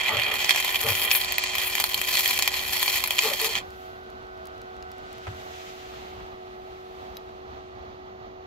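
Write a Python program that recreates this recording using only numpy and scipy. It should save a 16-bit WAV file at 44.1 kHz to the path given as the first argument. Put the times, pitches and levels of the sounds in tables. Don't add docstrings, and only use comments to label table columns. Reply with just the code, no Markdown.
import sys
import numpy as np
from scipy import signal
from scipy.fft import rfft, irfft, next_fast_len
from scipy.io import wavfile

SR = 44100
rng = np.random.default_rng(int(sys.argv[2]) if len(sys.argv) > 2 else 0)


def file_out(sig):
    cols = np.atleast_2d(sig).T
    lim = np.clip(cols, -1, 1)
    pcm = np.round(lim * 32767).astype(np.int16)
    wavfile.write(sys.argv[1], SR, pcm)


N = 373086
TAIL = 8000
SIZE = next_fast_len(N + TAIL)
FREQ = np.maximum(np.arange(SIZE // 2 + 1) * SR / SIZE, 1)


def from_db(db):
    return 10 ** (np.asarray(db) / 20)


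def left_minus_right(db):
    return db * np.array([[.5], [-.5]])


def rms_one(x):
    return x / np.sqrt(np.mean(x ** 2) + 1e-20)


def in_time(rows, silent=-120):
    s, *columns = np.transpose(rows)
    return [np.interp(np.arange(N) / SR, s, c, silent, silent) for c in columns]


def at_hz(points, hz):
    f, *columns = np.transpose(points)
    return [np.interp(np.log(hz), np.log(f), c) for c in columns]


def band(x, low_hz, high_hz):
    sos = signal.butter(2, [low_hz, high_hz], "band", fs=SR, output="sos")
    return signal.sosfilt(sos, x)


def band_noise(low_hz, high_hz, channels=1):
    return rms_one(band(rng.standard_normal((channels, N)), low_hz, high_hz))


def drift(rate_hz):
    r = np.exp(-2 * np.pi * rate_hz / SR)
    smooth = signal.lfilter([1], [1, -2 * r, r * r], rng.standard_normal(N + SR))
    return rms_one(smooth[SR:])


def narrow(hz, width_hz):
    r = np.exp(-np.pi * width_hz / SR)
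    sos = [1, 0, -1, 1, -2 * r * np.cos(2 * np.pi * hz / SR), r * r]
    return rms_one(signal.sosfilt([sos, sos], rng.standard_normal(N)))


def bursts(times, peak_db, t60, rise=0.0012):
    out, t = np.zeros(N + TAIL), np.arange(TAIL) / SR
    for s, db, ring in np.broadcast(times, peak_db, t60):
        at = round(s * SR)
        decay = from_db(db - 60 * t / max(ring, .002))
        out[at:at + TAIL] += decay * np.minimum(t / rise, 1)
    return out[:N]


# (f/Hz, density/dB per Hz)
AIR_SPECTRUM = [(20, -24.5), (70, -4.5), (160, -19), (205, -12.5), (300, -15.5), (560, -15), (760, -7),
                (970, -18.5), (1200, -12.5), (1700, -23), (4000, -34), (6500, -42.5), (8500, -83),
                (13000, -53)]
# (f/Hz, left minus right/dB)
MIC_BALANCE = [(60, 7), (110, -8.5), (200, 0.5), (380, 1), (700, -4), (1290, -2.5), (2380, -5.5),
               (4400, -13.5), (8120, 27), (15000, -4)]
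# (f/Hz, lead of the right microphone/rad, likeness of the microphones/0-1)
FAN_SIDE = [(60, 0, .88), (200, .2, .9), (370, 1.1, .85), (750, 2.4, .75), (950, 2.3, .3), (1300, 2.7, .92),
            (2200, 3.4, .6), (3800, 5.3, .5), (5000, 9.4, .2), (12000, 12.6, .3)]
AIR_DB = -44.5


def air():
    lead, alike = at_hz(FAN_SIDE, FREQ)
    alike = np.clip(alike, 0, 1)
    shared, own = rfft(rng.standard_normal((2, SIZE)))
    right = alike * shared * np.exp(1j * lead) + np.sqrt(1 - alike ** 2) * own
    balance_db = left_minus_right(at_hz(MIC_BALANCE, FREQ)[0])
    colour = from_db(at_hz(AIR_SPECTRUM, FREQ)[0] + balance_db)
    noise = rms_one(irfft(colour * [shared, right], SIZE)[:, :N])
    return from_db(AIR_DB + 1.37 * drift(3.8)) * noise


# (multiple of the turning rate, rms level/dB)
FAN_LINES = [(4, -47.5), (5, -61), (7, -55.5), (8, -53), (12, -71.5), (14, -58.5), (21, -65)]
# (t/s, main tone change/dB, upper tones change/dB, top tone rms level/dB)
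FAN_SHADE = [(0.0, -1, 8.5, -48), (2.7, 0, 0, -50), (3.8, -0.5, 3.5, -51), (5.3, 0, 4.5, -50.5),
             (6.4, 2.5, 3.5, -63), (8.46, 1, -0.5, -78)]
FAN_HZ = 92.77
MAIN_MULTIPLE, TOP_MULTIPLE = 4, 16


def fan_tones():
    turn = 2 * np.pi * np.cumsum(FAN_HZ * (1 + 0.0019 * drift(1.415))) / SR
    main_db, upper_db, top_db = in_time(FAN_SHADE, silent=0)
    levels = []
    for multiple, line_db in FAN_LINES:
        if multiple == MAIN_MULTIPLE:
            shade_db = main_db + 0.24 * drift(4.3)
        else:
            shade_db = upper_db + 2.03 * drift(4.0)
        levels.append((multiple, line_db + shade_db))
    levels.append((TOP_MULTIPLE, top_db))
    out = 0
    for multiple, db in levels:
        lead = at_hz(FAN_SIDE, multiple * FAN_HZ)[0]
        pan_db = left_minus_right(at_hz(MIC_BALANCE, multiple * FAN_HZ)[0])
        tone = np.sin(multiple * turn + np.array([[0], [lead]]))
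        out = out + np.sqrt(2) * from_db(db + pan_db) * tone
    return out


# (t/s, hiss level/dB, upper hiss re hiss/dB, treble re hiss/dB)
ARC_COLUMN = [(0, -26.5, -11, -19.5), (.33, -29, -12.5, -15), (.35, -28.5, -7.5, -10),
              (.51, -27, -3.5, -12.5), (.79, -32, -6.5, -5), (.82, -28.5, -4, -5), (1.05, -28, -6.5, -2),
              (1.08, -29.5, -11, -12), (1.14, -28.5, -7, 7), (1.37, -35, -0.5, -26), (1.68, -31, -5.5, 0),
              (1.73, -33, -2, -7.5), (1.84, -33, -2, -2.5), (1.98, -33.5, -2.5, -6), (2.18, -29, 0, -0.5),
              (2.5, -32.5, -2, -9), (2.68, -31.5, -2, -3), (2.74, -30.5, -1, -2.5), (2.981, -28, -1, -3.5),
              (3.01, -36, -3, -6), (3.16, -33, -2.5, -4.5), (3.21, -29, -2, -5), (3.49, -34, -0.5, -5),
              (3.578, -28.5, -5, -16.5)]
ARC_OUT_S, ARC_FADE_DB_PER_S = 3.585, 904


def arc_level():
    s, *columns = np.transpose(ARC_COLUMN)
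    t = np.arange(N) / SR
    hiss_db, upper_db, treble_db = [np.interp(t, s, c) for c in columns]
    fade_db = np.clip(ARC_FADE_DB_PER_S * (t - ARC_OUT_S), 0, 120)
    return hiss_db - fade_db, upper_db, treble_db


# (t/s, envelope peak level/dB, treble re peak/dB)
DROPLET_POPS = [(0.0347, -18, -24), (0.0909, -17, -28), (0.1693, -15, -22), (0.2346, -13, -28),
                (0.339, -18, 0.5), (0.3558, -19, -12), (0.391, -19, -15), (0.4449, -9, -13),
                (0.4931, -6, -6.5), (0.5074, -2.5, -13), (0.547, -13, -15), (0.5603, -9, -6),
                (0.5749, -14, -4), (0.601, -14.5, -2), (0.6464, -14, -3), (0.7444, -15.5, -10),
                (0.7579, -11, -19), (0.8126, -16.5, 4), (0.8365, -22, 6), (0.8864, -12.5, -6),
                (0.921, -17, -12), (0.9518, -11, -11), (1.0232, -15, -9), (1.041, -29, -5),
                (1.1064, -11, -19), (1.1135, -3.5, -22), (1.1499, -5.5, -23), (1.214, -13, -17),
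                (1.2458, -17, -3), (1.272, -28, -14), (1.3221, -11.5, -2), (1.3821, -8.5, -1.5),
                (1.4376, -15, -2), (1.5531, -15, -1), (1.5825, -11, -5), (1.6354, -19, -17),
                (1.7524, -11, -3), (1.7812, -15, -17), (1.8, -7, -1), (1.8214, -16, -7), (1.84, -6, -5),
                (1.892, -18.5, -1), (1.9335, -28, -4), (1.9437, -9.5, -1.5), (2.0149, -11, -1),
                (2.076, -17, -2), (2.1327, -13, -14), (2.1538, -15, -12), (2.1705, -11, -15),
                (2.1757, -11, -14), (2.1854, -13.5, -9), (2.1919, -11, 0.5), (2.2583, -11, -5),
                (2.2764, -13.5, 5), (2.376, -21, 0), (2.3895, -7.5, -2.5), (2.3944, -18, -21),
                (2.4234, -7, -3), (2.4766, -7.5, -3.5), (2.5928, -15, -22), (2.6932, -18, -14),
                (2.7324, -12, -3), (2.7635, -22, -12), (2.828, -9, 0), (2.8785, -10.5, -12),
                (2.8979, -12, -12), (2.9406, -16, -7), (2.959, -29, -15), (3.028, -29, -9),
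                (3.0392, -4, -6.5), (3.0744, -14.5, 1), (3.1067, -9, -5), (3.1833, -7, -11),
                (3.1897, -1.5, -26.5), (3.221, -18, -14), (3.2732, -17.5, -16), (3.3992, -13, -14),
                (3.415, -13, 0), (3.4453, -18, -3), (3.49, -25, -22), (3.5533, -13, -25),
                (3.5765, -23, -23)]
POP_T60_S = 0.0069
ROAR_DB, ROAR_FOLLOWS = -38.5, 0.62
WANDER = 0.48
CRACKLES_PER_S, CRACKLE_T60_S = 120, 0.0028


def arc():
    hiss_db, upper_db, treble_db = arc_level()
    middle_db = np.mean(np.transpose(ARC_COLUMN)[1])
    roar_db = ROAR_DB + ROAR_FOLLOWS * (hiss_db - middle_db)

    sputter = from_db(2.0 * drift(18) + 3.1 * drift(190))
    born = rng.random(N) < CRACKLES_PER_S / SR
    sizes = from_db(1.5 * np.minimum(rng.exponential(1, N), 3))
    keep = from_db(-60 / (CRACKLE_T60_S * SR))
    crackle = signal.lfilter([1], [1, -keep], born * sizes + 1e-18)
    unrest = sputter + 1.65 * crackle

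    shared, *own = rng.choice([-1., 1.], (3, N))
    plasma = shared + WANDER * np.array(own)
    roar = rms_one(band(plasma, 560, 1790))
    body = rms_one(band(band(plasma, 1444, 3500), 1043, 3630))
    upper = rms_one(band(plasma, 3640, 6970))
    treble = rms_one(band(plasma, 10350, 14330))

    s, peak_db, bright_db = np.transpose(DROPLET_POPS)
    pops = bursts(s, peak_db, POP_T60_S, rise=0.00049)
    treble_pops = bursts(s, peak_db + bright_db, POP_T60_S, rise=0.00035)
    out = body * (from_db(hiss_db) * unrest + pops)
    out += upper * (from_db(hiss_db + upper_db) * unrest + from_db(-2.0) * pops)
    out += roar * (from_db(roar_db) * unrest + from_db(-7) * pops)
    out += treble * (from_db(hiss_db + treble_db) * unrest + treble_pops)
    return out


WHINE_HZ, WHINE_WIDTH_HZ = 12005, 40
WHINE_DB, WHINE_FADE_DB_PER_S = -45, 18


def whine():
    level_db = WHINE_DB - WHINE_FADE_DB_PER_S * np.arange(N) / SR
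    return from_db(level_db) * narrow(WHINE_HZ, WHINE_WIDTH_HZ)


def path(peaks):
    out = 1
    for hz, width, db in peaks:
        swing, gap = from_db(db / 2), hz ** 2 - FREQ ** 2
        out = out * (gap + 1j * FREQ * width * swing) / (gap + 1j * FREQ * width / swing)
    return out


# (f/Hz, width/Hz, level/dB)
PATH_LEFT = [(815, 1360, 5.5), (1320, 1120, 6), (1580, 140, -6), (1700, 1000, -11.5), (2385, 380, 14),
             (3110, 360, 4.5), (3580, 220, -9.5), (4160, 1500, 8.5), (5560, 82, 6.5), (7130, 850, 11.5),
             (7520, 150, 1), (8870, 420, 11), (9820, 640, 9.5), (11590, 580, 11), (12800, 440, 12),
             (14700, 1200, 16.5)]
PATH_RIGHT = [(825, 260, 2.5), (1096, 555, 11.5), (1566, 94, -7.5), (1900, 250, 11), (2360, 465, 8),
              (2760, 133, -5), (3288, 314, 15), (4380, 510, 13.5), (6100, 360, -3), (5450, 260, 0),
              (8100, 1300, -1), (10100, 810, -0.5), (10780, 740, 7.5), (14000, 4400, 4.5)]
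DISTANCE_DB = -9.5
LEFT_LAG_S = -0.000018
YARD_T60_S, YARD_DB = 0.046, -4.5


def at_microphones(dry):
    t = np.arange(TAIL) / SR
    scatter = rng.standard_normal((2, TAIL)) * from_db(-60 * t / YARD_T60_S)
    scatter *= t > .0015
    scatter *= from_db(YARD_DB) / np.sqrt(np.sum(scatter ** 2, 1, keepdims=True))
    lag = np.exp(-2j * np.pi * FREQ * LEFT_LAG_S)
    paths = from_db(DISTANCE_DB) * np.array([lag * path(PATH_LEFT), path(PATH_RIGHT)])
    heard = rfft(dry, SIZE) * paths * (1 + rfft(scatter, SIZE))
    return irfft(heard, SIZE)[:, :N]


GROAN_ATTACK_S, GROAN_HOLD_S, GROAN_RELEASE_S = .03, .06, .05


def swell(start):
    t = np.arange(N) / SR - start
    corners = np.cumsum([0, GROAN_ATTACK_S, GROAN_HOLD_S, GROAN_RELEASE_S])
    return np.interp(t, corners, [0, 1, 1, 0])


# (t/s, main ring level/dB, other rings level/dB, thump level/dB)
GROANS = [(0.069, -44, -34, -40.5), (0.806, -39, -37.5, -36), (3.215, -36.5, -37, -64)]
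# (f/Hz, width/Hz, relative level/dB, late by t/s)
GROAN_RINGS = [(441, 39, 0.5, 0.012), (237, 130, -13.5, 0.0088), (579, 88, -3.5, .02), (785, 86, -7, .004),
               (872, 78, -5, .002), (1165, 340, -2.5, .001)]
AGAIN_S, AGAIN_MAIN_DB, AGAIN_OTHER_DB = 0.179, -4, -6.5
THUMP_LATE_S, GROAN_RAGGED_DB = 0.033, 2


def groans():
    out, thump = 0, narrow(102, 40)
    rings = []
    for hz, width, db, _ in GROAN_RINGS:
        rings.append(from_db(db + GROAN_RAGGED_DB * drift(29)) * narrow(hz, width))
    for s, main_db, other_db, thump_db in GROANS:
        for k, (ring, (*_, late)) in enumerate(zip(rings, GROAN_RINGS)):
            level_db, again_db = (other_db, AGAIN_OTHER_DB) if k else (main_db, AGAIN_MAIN_DB)
            shape = swell(s + late) + from_db(again_db) * swell(s + AGAIN_S)
            out = out + from_db(level_db) * ring * shape * from_db(left_minus_right(5))
        out = out + from_db(thump_db) * thump * swell(s + THUMP_LATE_S)
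    return out


# (t/s, mid rustle level/dB, bright rustle level/dB, high sizzle level/dB)
RUSTLE_AND_SIZZLE = [(3.6, -53, -70, -69), (3.83, -55, -67, -64), (4.07, -58, -82, -77),
                     (4.91, -58, -75, -77), (5.16, -51, -65, -74), (5.39, -49, -58, -64),
                     (5.64, -48, -56, -63.5), (6.09, -50, -65, -68), (6.36, -57.5, -79, -77),
                     (7.05, -54.5, -71.5, -72), (7.38, -61, -79, -80), (7.69, -61.5, -87, -88),
                     (8.46, -70.5, -87, -89)]


def rustle():
    mid_db, bright_db, high_db = in_time(RUSTLE_AND_SIZZLE)
    grain_db = 1.1 * drift(10.0)
    cloth = from_db(mid_db + grain_db) * band_noise(1660, 3970, channels=2)
    cloth += from_db(bright_db + grain_db) * band_noise(4900, 7200, channels=2)
    sizzle = from_db(high_db) * band_noise(11000, 14900, channels=2)
    return cloth + sizzle * from_db([[3], [-1.5]])


# (t/s, envelope peak level/dB, lower part re peak/dB)
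SLAG_TICKS = [(3.7047, -45, 2), (4.037, -63, 7), (4.101, -48, -4), (4.2266, -63, 9), (4.269, -66, 14),
              (4.3748, -60, 10), (4.4544, -41, -2), (4.47, -39, -6), (4.579, -58, 12), (4.6161, -44.5, 6.5),
              (4.7654, -59, 11), (4.825, -50, 12.5), (4.916, -41, 0), (4.9814, -50, 0), (5.129, -43, 0),
              (5.1806, -47, 6)]
TICK_PAN_DB = 6


def ticks():
    s, peak_db, low_db = np.transpose(SLAG_TICKS)
    high, low = band_noise(4600, 16600), band_noise(1500, 5500)
    clicks = high * bursts(s, peak_db, 0.011) + low * bursts(s, peak_db + low_db, 0.012)
    return clicks * from_db(left_minus_right(TICK_PAN_DB))


# (t/s, clack envelope peak level/dB, thump envelope peak level/dB)
KNOCKS = [(5.268, -30, -34), (5.277, -37, -43), (5.299, -45, -33), (5.329, -38, -48), (5.936, -38.5, -54),
          (6.199, -40, -60), (7.289, -45, -57)]
KNOCK_T60_S = 0.059


def knocks():
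    s, peak_db, thump_db = np.transpose(KNOCKS)
    clack = band_noise(240, 1830, channels=2) * bursts(s, peak_db, KNOCK_T60_S, rise=0.0018)
    thump = narrow(92, 30) * bursts(s, thump_db, 0.2, rise=0.02)
    return clack + thump


# (t/s, peak level/dB)
CLINKS = [(7.154, -44), (7.1697, -25.5)]
# (f/Hz, relative level/dB, t60/s)
CLINK_MODES = [(2600, -16, .01), (3400, -11, 0.012), (3930, -2, 0.02), (5000, -6, 0.016),
               (6000, -11, 0.014), (9300, -21, 0.009), (11600, -14, 0.02), (12000, -12, 0.035),
               (12400, -18, 0.02)]


def clinks():
    out, t = np.zeros(N), np.arange(4000) / SR
    ring = sum(from_db(db - 60 * t / t60) * np.sin(2 * np.pi * hz * t) for hz, db, t60 in CLINK_MODES)
    ring = ring / np.max(abs(ring))
    for s, peak_db in CLINKS:
        at = round(s * SR)
        out[at:at + 4000] += from_db(peak_db) * ring
    return out * from_db(left_minus_right(5))


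def scene():
    background = air() + fan_tones()
    wheel = at_microphones(arc() + whine())
    return background + wheel + groans() + rustle() + ticks() + knocks() + clinks()


CUTOFF_HZ = 15750


def record(dry):
    sos = signal.ellip(12, .5, 55, CUTOFF_HZ, fs=SR, output="sos")
    return signal.sosfilt(sos, dry)


dry = scene()
out = record(dry)
file_out(out)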